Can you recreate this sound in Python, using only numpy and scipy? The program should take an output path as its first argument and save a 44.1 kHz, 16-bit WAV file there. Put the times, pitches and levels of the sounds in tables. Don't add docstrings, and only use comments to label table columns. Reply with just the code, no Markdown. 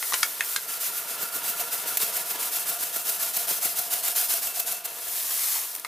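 import sys
import numpy as np
from scipy import signal
from scipy.fft import rfft, irfft, next_fast_len
from scipy.io import wavfile
from scipy.ndimage import uniform_filter1d

SR = 44100
rng = np.random.default_rng(int(sys.argv[2]) if len(sys.argv) > 2 else 0)


def store_pcm(level_fs):
    pcm = np.round(np.clip(level_fs, -1, 1) * 32767).astype(np.int16)
    wavfile.write(sys.argv[1], SR, np.atleast_2d(pcm).T)


N = 258867
T = np.arange(N) / SR

# t/s, level/dB
TRICKLE_LEVEL = [(0, -39), (.68, -35.5), (2, -36), (3, -34), (4.4, -35), (4.82, -62), (4.89, -38.5),
                 (5.0, -37), (5.75, -36.5), (5.83, -45)]
# peak t/s, level/dB, rise/s, fall/s
SUGAR_SLIDES = [(.17, -30, 0.29, 0.17), (0.533, -31.5, 0.12, 0.043), (5.17, -31.5, 0.14, .1),
                (5.48, -26.5, 0.28, 0.17)]
# landing t/s, surge/dB, surge lead/s, splash/dB, thud/dB
BAG_SHAKES = [(0.737, -34.5, 0.067, -34.5, -66), (.868, -30, 0.076, -34, -78),
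              (0.979, -44, 0.061, -29.5, -70), (1.111, -34, 0.045, -43, -48.5),
              (1.229, -43, 0.058, -27, -44), (1.359, -36, 0.049, -29, -45), (1.493, -31.5, 0.073, -26, -47),
              (1.606, -38, 0.05, -26.5, -54), (1.735, -32.5, 0.031, -26.5, -53),
              (1.886, -32.5, 0.033, -28.5, -63), (2.03, -28, 0.044, -25.5, -41),
              (2.17, -31.5, 0.053, -27.5, -59), (2.311, -39, 0.065, -26, -51),
              (2.436, -31, 0.055, -30, -56), (2.567, -29.5, 0.057, -26, -62),
              (2.697, -31, 0.047, -24.5, -47), (2.835, -32.5, 0.053, -25.5, -50),
              (2.965, -34, 0.047, -26, -46), (3.097, -29, 0.056, -24, -52), (3.233, -29, 0.049, -24.5, -59),
              (3.37, -28, 0.043, -22, -47), (3.511, -26, 0.044, -26, -39),
              (3.654, -26.5, 0.047, -21.5, -41), (3.792, -30, 0.042, -22.5, -48),
              (3.937, -27.5, 0.042, -22, -57), (4.083, -27, 0.061, -22.5, -56),
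              (4.215, -23.5, 0.069, -29, -60), (4.339, -25.5, 0.061, -21, -51),
              (4.473, -28.5, 0.064, -25, -53), (4.601, -30, 0.067, -20.5, -68),
              (4.723, -28, 0.07, -25.5, -63), (4.856, -39, 0.016, -26.5, -62)]
# t/s, run-out/s
SURGE_RUN_OUT = [(.85, 0.13), (1.1, 0.14), (2.2, 0.14), (3.6, 0.093), (4.6, 0.08), (4.72, 0.057)]
# t/s, level/dB, half length/s
CRUMB_SPILLS = [(4.18, -26, .018), (4.308, -19, .015), (4.683, -23, .014), (5.317, -18, 0.019),
                (5.563, -20, 0.034)]
# f/Hz, level/dB
HISS_SPECTRUM = [(100, -65), (400, -32.5), (1000, -11.5), (2000, -12), (3200, -8), (5000, -5), (8000, -3),
                 (11000, 1.5), (13500, 2), (15500, -3.5)]
PATTER_SPECTRUM = [(100, -54), (400, -17), (1000, -3.5), (2000, -2), (4500, -2), (8000, 0), (15000, 0.5)]
SPRAY_SPECTRUM = [(100, -67), (400, -15), (1000, -8), (3200, -5), (5000, -4), (8000, 0), (11000, 2),
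                  (13500, 7), (15500, 4)]
# t/s, level/dB
POUR_LOAD = [(0, -13), (.7, -13.5), (1.2, -6), (2.3, -0.5), (4.5, -4.5), (4.73, -5), (4.82, -4), (4.86, -1),
             (4.93, -3), (5.2, -7.5), (5.87, -7)]
# f/Hz, level/dB
SAUCE_SPECTRUM = [(30, -67), (70, -23), (150, -7), (230, -9.5), (400, -0.5), (800, -1.5), (1500, -2),
                  (3000, 1), (6000, -5), (15000, -10.5)]
# f/Hz, width/Hz, level/dB
POT_MODES = [(188, 16, -3), (307, 27, -5), (478.6, 44, 3), (678, 81, 4), (951, 64, 6.5), (1190, 20, 6.5),
             (1706, 36, 5.5), (2180, 55, -7.5)]
# f/Hz, width/Hz
POT_NOTES = [(695, 43), (1395, 57), (2040, 180), (2685, 93)]
# t/s, low/dB, middle/dB, upper/dB, high/dB
POT_NOTE_LEVELS = [(0, -59, -50.5, -58, -66), (.7, -63, -48.5, -52.5, -55), (1.35, -49, -42, -59, -50),
                   (2.4, -49.5, -46.5, -57, -51.5), (3.9, -45.5, -49, -73, -52.5),
                   (4.5, -48.5, -51, -60, -54), (4.85, -50.5, -50.5, -67, -54), (5.3, -55.5, -64, -52, -69),
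                   (5.58, -58, -58, -49, -66), (5.75, -59, -57, -74, -67)]
# t/s, crack level/dB, crack low edge f/Hz, low note level/dB, f/Hz, high note level/dB, f/Hz, decay/s
BERRY_POPS = [(.027, -26, 900, -42, 1420, -25.5, 2020, 0.004),
              (0.1231, -27, 700, -19.5, 1120, -31, 1900, 0.0047),
              (0.135, -14.5, 900, -18, 1090, -24, 2100, 0.001),
              (0.1398, -17, 1010, -28, 995, -23, 2850, 0.0057),
              (0.23, -11.5, 1330, -20, 1337, -19, 2180, 0.0048),
              (0.4072, -20, 1400, -15, 1800, -19.5, 2520, 0.0033),
              (0.5617, -17, 2000, -21.5, 1530, -28, 4040, 0.0054),
              (5.8478, -27.5, 900, -28, 1190, -28, 2120, 0.0045)]
# f/Hz, level/dB
CRACK_SPECTRUM = [(60, -2), (700, 4), (1300, 8.5), (2300, 7), (3000, -1), (3900, 8.5), (4700, 1), (5600, 2),
                  (8000, 0), (10000, 2), (15000, -28)]
# t/s, level/dB, decay/s
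LUMP_TICKS = [(0.178, -21, .001), (0.448, -15, 0.00043), (1.9715, -11.5, 0.0066), (2.0675, -26, .0015),
              (5.704, -30, .0015), (5.7504, -21, 0.004), (5.762, -23.5, 0.0022), (5.797, -25.5, 0.0034)]
# t/s, half length/s
SPLASH_LENGTH = [(1, 0.014), (2.5, 0.0078), (3.7, 0.005), (4.4, 0.0024), (4.86, 0.0073)]
# f/Hz, level/dB
THUD_SPECTRUM = [(40, -52), (90, -20), (130, -5), (180, 2.5), (260, -1.5), (450, 6), (700, -6), (2000, -40),
                 (8000, -69)]
# t/s, level/dB, f/Hz
CLANG_NOTE = [(.74, -54, 2654), (1.6, -48, 2640), (2.3, -47, 2703), (2.95, -47, 2695), (3.5, -51, 2767),
              (4.34, -45, 2730), (4.474, -42, 2680), (4.603, -41.5, 2626), (4.722, -43.5, 2660),
              (4.855, -42.5, 2680)]
# f/Hz, correlation (0-1)
STEREO_LIKENESS = [(100, .97), (500, .92), (1000, .88), (2200, .74), (4000, .8), (8000, .85), (13000, .9)]
# t/s, left over right/dB
BALANCE_DRIFT = [(0, 1), (1, -0.5), (3.2, 0.2), (4.5, 0), (5.6, 1)]


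def amp(db):
    return 10 ** (np.asarray(db) / 20)


def unit(x):
    return x / np.sqrt(np.mean(x ** 2) + 1e-20)


def along(points, hz):
    f, value = np.transpose(points)
    return np.interp(np.log(hz + 1), np.log(f), value)


def level(curve):
    return amp(np.interp(T, *np.transpose(curve)))


def bell(s, half_s):
    return np.exp(-np.minimum(((T - s) / half_s) ** 2, 20))


def add(mix, s, sound):
    part = mix[:, round(s * SR):][:, :sound.shape[1]]
    part += sound[:, :part.shape[1]]


def response(points, size=2048):
    log_gain = np.log(amp(along(points, abs(np.fft.fftfreq(size, 1 / SR)))))
    h = np.fft.ifft(np.exp(signal.hilbert(log_gain).conj())).real
    h = h if np.sum(h[:size // 2] ** 2) > np.sum(h[size // 2:] ** 2) else np.roll(h[::-1], 1)
    return h / np.linalg.norm(h)


def through(x, h):
    return signal.oaconvolve(np.atleast_2d(x), np.atleast_2d(h), axes=1)[:, :N]


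def impacts(per_s, spread_db):
    size = amp(spread_db * np.minimum(rng.exponential(1, (2, N)), 4))
    return unit(size * rng.choice([-1, 1], (2, N)) * (rng.random((2, N)) < per_s / SR))


def flutter(rate_hz, depth_db):
    hz = np.fft.rfftfreq(N, 1 / SR)
    wander = irfft(rfft(rng.standard_normal(N)) / (1 + (hz / rate_hz) ** 2), N)
    return amp(depth_db * unit(wander))


def flow(pinch_db=-4, pinch_ahead_s=.00067, pinch_half_s=.015):
    power, pinch = level(TRICKLE_LEVEL) ** 2, np.zeros(N)
    for s, db, rise, fall in SUGAR_SLIDES:
        power += (amp(db) * bell(s, np.where(T < s, rise, fall))) ** 2
    for s, db, lead, _, _ in BAG_SHAKES:
        age = np.clip(T - s + lead, 0, .5)
        front = 1 - np.exp(-age / .014) * np.cos(np.pi * age / .045)
        length = lead + np.interp(s, *np.transpose(SURGE_RUN_OUT))
        power += (amp(db) * front * np.exp(-(age / length) ** 2)) ** 2
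        pinch += bell(s - lead - pinch_ahead_s, pinch_half_s)
    return np.sqrt(power) * amp(pinch_db * pinch)


def coarse_flow(strength, front_db=3, front_s=.049):
    power = strength ** 2 + sum((amp(db) * bell(s, half)) ** 2 for s, db, half in CRUMB_SPILLS)
    for s, db, lead, _, _ in BAG_SHAKES:
        age = np.clip((T - s + lead) / front_s, 0, 6)
        power += (amp(db + front_db) * age * np.exp(1 - age ** 2)) ** 2
    return np.sqrt(power)


def sugar(strength):
    fine = impacts(per_s=15000, spread_db=1.9) * flutter(rate_hz=60, depth_db=.7) * strength
    coarse = impacts(per_s=2200, spread_db=1.5) * flutter(rate_hz=9.7, depth_db=2.33)
    coarse *= coarse_flow(strength)
    burst = impacts(per_s=12000, spread_db=1.5) * np.sqrt(splash_power())
    fine = wandering_echoes(fine, near_db=-15, near_s=.0012, late_db=-12, late_s=.004)
    bounced = wandering_echoes(coarse, near_db=-1, near_s=.001, late_db=-14, late_s=.005)
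    hiss = amp(1) * through(fine, response(HISS_SPECTRUM))
    spray = amp(2.5) * through(burst, response(SPRAY_SPECTRUM))
    patter = amp(-11) * through(bounced, response(PATTER_SPECTRUM))
    return hiss + spray + patter + amp(-34.5) * pot_body(coarse)


def wall_echoes(x, near_db, near_s, late_db, late_s):
    t = T[:SR // 12]
    taps = np.zeros((2, len(t)))
    for db, decay in (near_db, near_s), (late_db, late_s):
        echoes = rng.standard_normal(taps.shape) * (t / decay) * np.exp(-t / decay)
        taps += amp(db) * echoes / np.linalg.norm(echoes, axis=1, keepdims=True)
    taps[:, 0] += 1
    return signal.fftconvolve(x, taps, axes=1)


def wandering_echoes(x, wander_s=.08, **walls):
    hop = round(wander_s * SR)
    padded, out = np.pad(x, ((0, 0), (hop, 2 * hop))), np.zeros((2, N + 3 * hop))
    crossfade = np.hanning(2 * hop)
    for start in range(0, N + hop, hop):
        echoes = wall_echoes(np.ones((2, 1)), **walls)
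        spot = padded[:, start:start + 2 * hop] * crossfade
        add(out, start / SR, signal.fftconvolve(spot, echoes, axes=1))
    return out[:, hop:hop + N]


def pot_body(x):
    t = T[:SR // 8]
    ring = sum(amp(db) * 2 * np.pi * width / SR * np.exp(-np.pi * width * t) * np.cos(2 * np.pi * hz * t)
               for hz, width, db in POT_MODES)
    return through(x, ring / np.linalg.norm(ring))


def pot_notes(strength):
    drive = np.sqrt(strength ** 2 + splash_power())
    swell = (drive / uniform_filter1d(drive, SR // 4)) ** .49
    t, out = T[:SR // 8], np.zeros((2, N))
    times, *levels = np.transpose(POT_NOTE_LEVELS)
    for (hz, width), db in zip(POT_NOTES, levels):
        ring = np.exp(-np.pi * width * t) * np.cos(2 * np.pi * hz * t)
        blows = impacts(per_s=2500, spread_db=1) * swell * flutter(rate_hz=40, depth_db=1.3)
        out += amp(np.interp(T, times, db)) * unit(through(blows, ring))
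    return out


def sauce(churn_db=-36, load_exponent=.57, blanket_db=-7.5):
    load = level(POUR_LOAD)
    poured = np.cumsum(load ** 2)
    churn = load ** load_exponent * amp(churn_db + blanket_db * np.sqrt(poured / poured[-1]))
    bursts = impacts(per_s=2500, spread_db=1) * churn * flutter(rate_hz=22, depth_db=2)
    return amp(-3.5) * through(bursts, response(SAUCE_SPECTRUM)) + amp(-7.5) * pot_body(bursts)


def berry_pops(snap_db=1, pitch_rise_per_s=8):
    t, out = T[:SR // 40], np.zeros((2, N))
    colour = response(CRACK_SPECTRUM)
    turn = 2j * np.pi * t * (1 + pitch_rise_per_s * t / 2)
    bass_cut = signal.butter(1, 400, "high", fs=SR, output="sos")
    for s, crack_db, edge_hz, low_db, low_hz, high_db, high_hz, decay in BERRY_POPS:
        fade = np.exp(-(t / decay) ** 1.64)
        split = rng.choice([-1, 1], (2, len(t))) * fade
        split[0, 0] = amp(snap_db)
        tear = signal.fftconvolve(split, colour[None], axes=1)[:, :len(t)]
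        crack = signal.sosfilt(signal.butter(2, edge_hz, "high", fs=SR, output="sos"), tear)
        ring = fade * (amp(low_db) * np.exp(low_hz * turn) - amp(high_db) * np.exp(high_hz * turn))
        pop = amp(crack_db) * crack + signal.sosfilt(bass_cut, [ring.imag, ring.real])
        add(out, s, wall_echoes(pop, near_db=-13, near_s=.0016, late_db=-18, late_s=.009))
    return out


def kitchen(x, t60):
    t = T[:SR // 3]
    tail = rng.standard_normal((2, len(t))) * amp(-60 * t / t60) * (t > .005)
    return through(x[0], tail / np.linalg.norm(tail, axis=1, keepdims=True))


def lump_ticks():
    spray = sum(amp(db) * (T >= s) * np.exp(-np.clip((T - s) / decay, 0, 20))
                for s, db, decay in LUMP_TICKS)
    return through(spray * rng.choice([-1, 1], (2, N)), response(SPRAY_SPECTRUM))


def splash_power():
    return sum(amp(db) ** 2 * bell(s, np.interp(s, *np.transpose(SPLASH_LENGTH)))
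               for s, _, _, db, _ in BAG_SHAKES)


def clump_clangs(clang_decay_s=.062, boom_db=-19.5, boom_decay_s=.028):
    t, out = T[:SR // 3], np.zeros((2, N))
    times, dbs, pitches = np.transpose(CLANG_NOTE)
    for s, _, _, splash_db, _ in BAG_SHAKES:
        high_db, high_hz = np.interp(s, times, dbs), np.interp(s, times, pitches)
        low_hz = POT_NOTES[0][0] * rng.uniform(.97, 1.03)
        high = amp(high_db) * np.sin(2 * np.pi * high_hz * t) * np.exp(-t / clang_decay_s)
        low = amp(splash_db + boom_db) * np.sin(2 * np.pi * low_hz * t) * np.exp(-t / boom_decay_s)
        add(out, s, np.array([high + low, high + low]))
    return out * flutter(rate_hz=30, depth_db=2)


def clump_thuds():
    t, out = T[:SR // 12], np.zeros((2, N))
    for s, *_, db in BAG_SHAKES:
        push = amp(-1) * rng.standard_normal((2, len(t))) * (t / .0053) * np.exp(1 - t / .0043)
        push[0, 0] += amp(24.5)
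        add(out, s, amp(db) * push)
    return through(out, response(THUD_SPECTRUM))


def stereo_image(x):
    size = next_fast_len(N)
    same = np.clip(along(STEREO_LIKENESS, np.fft.rfftfreq(size, 1 / SR)), 0, 1)
    weights = np.sqrt([(1 + same) / 2, (1 - same) / 2])
    mid, side = irfft(rfft(x, size) * weights, size)[:, :N]
    return np.array([mid + side, mid - side])


def scene():
    strength, pops = flow(), berry_pops()
    inside = sugar(strength) + pot_notes(strength) + clump_clangs() + clump_thuds()
    inside += sauce() + lump_ticks() + pops
    room = amp(-8.5) * kitchen(pops, t60=.11)
    balance = np.sqrt(level(BALANCE_DRIFT))
    return stereo_image(inside + room) * [balance, 1 / balance]


def record(dry):
    edge_hz = 15520
    lowpass = signal.firwin(511, edge_hz, window=("kaiser", 9), fs=SR)
    return signal.oaconvolve(dry, lowpass[None], "same")


dry = scene()
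out = record(dry)
store_pcm(out)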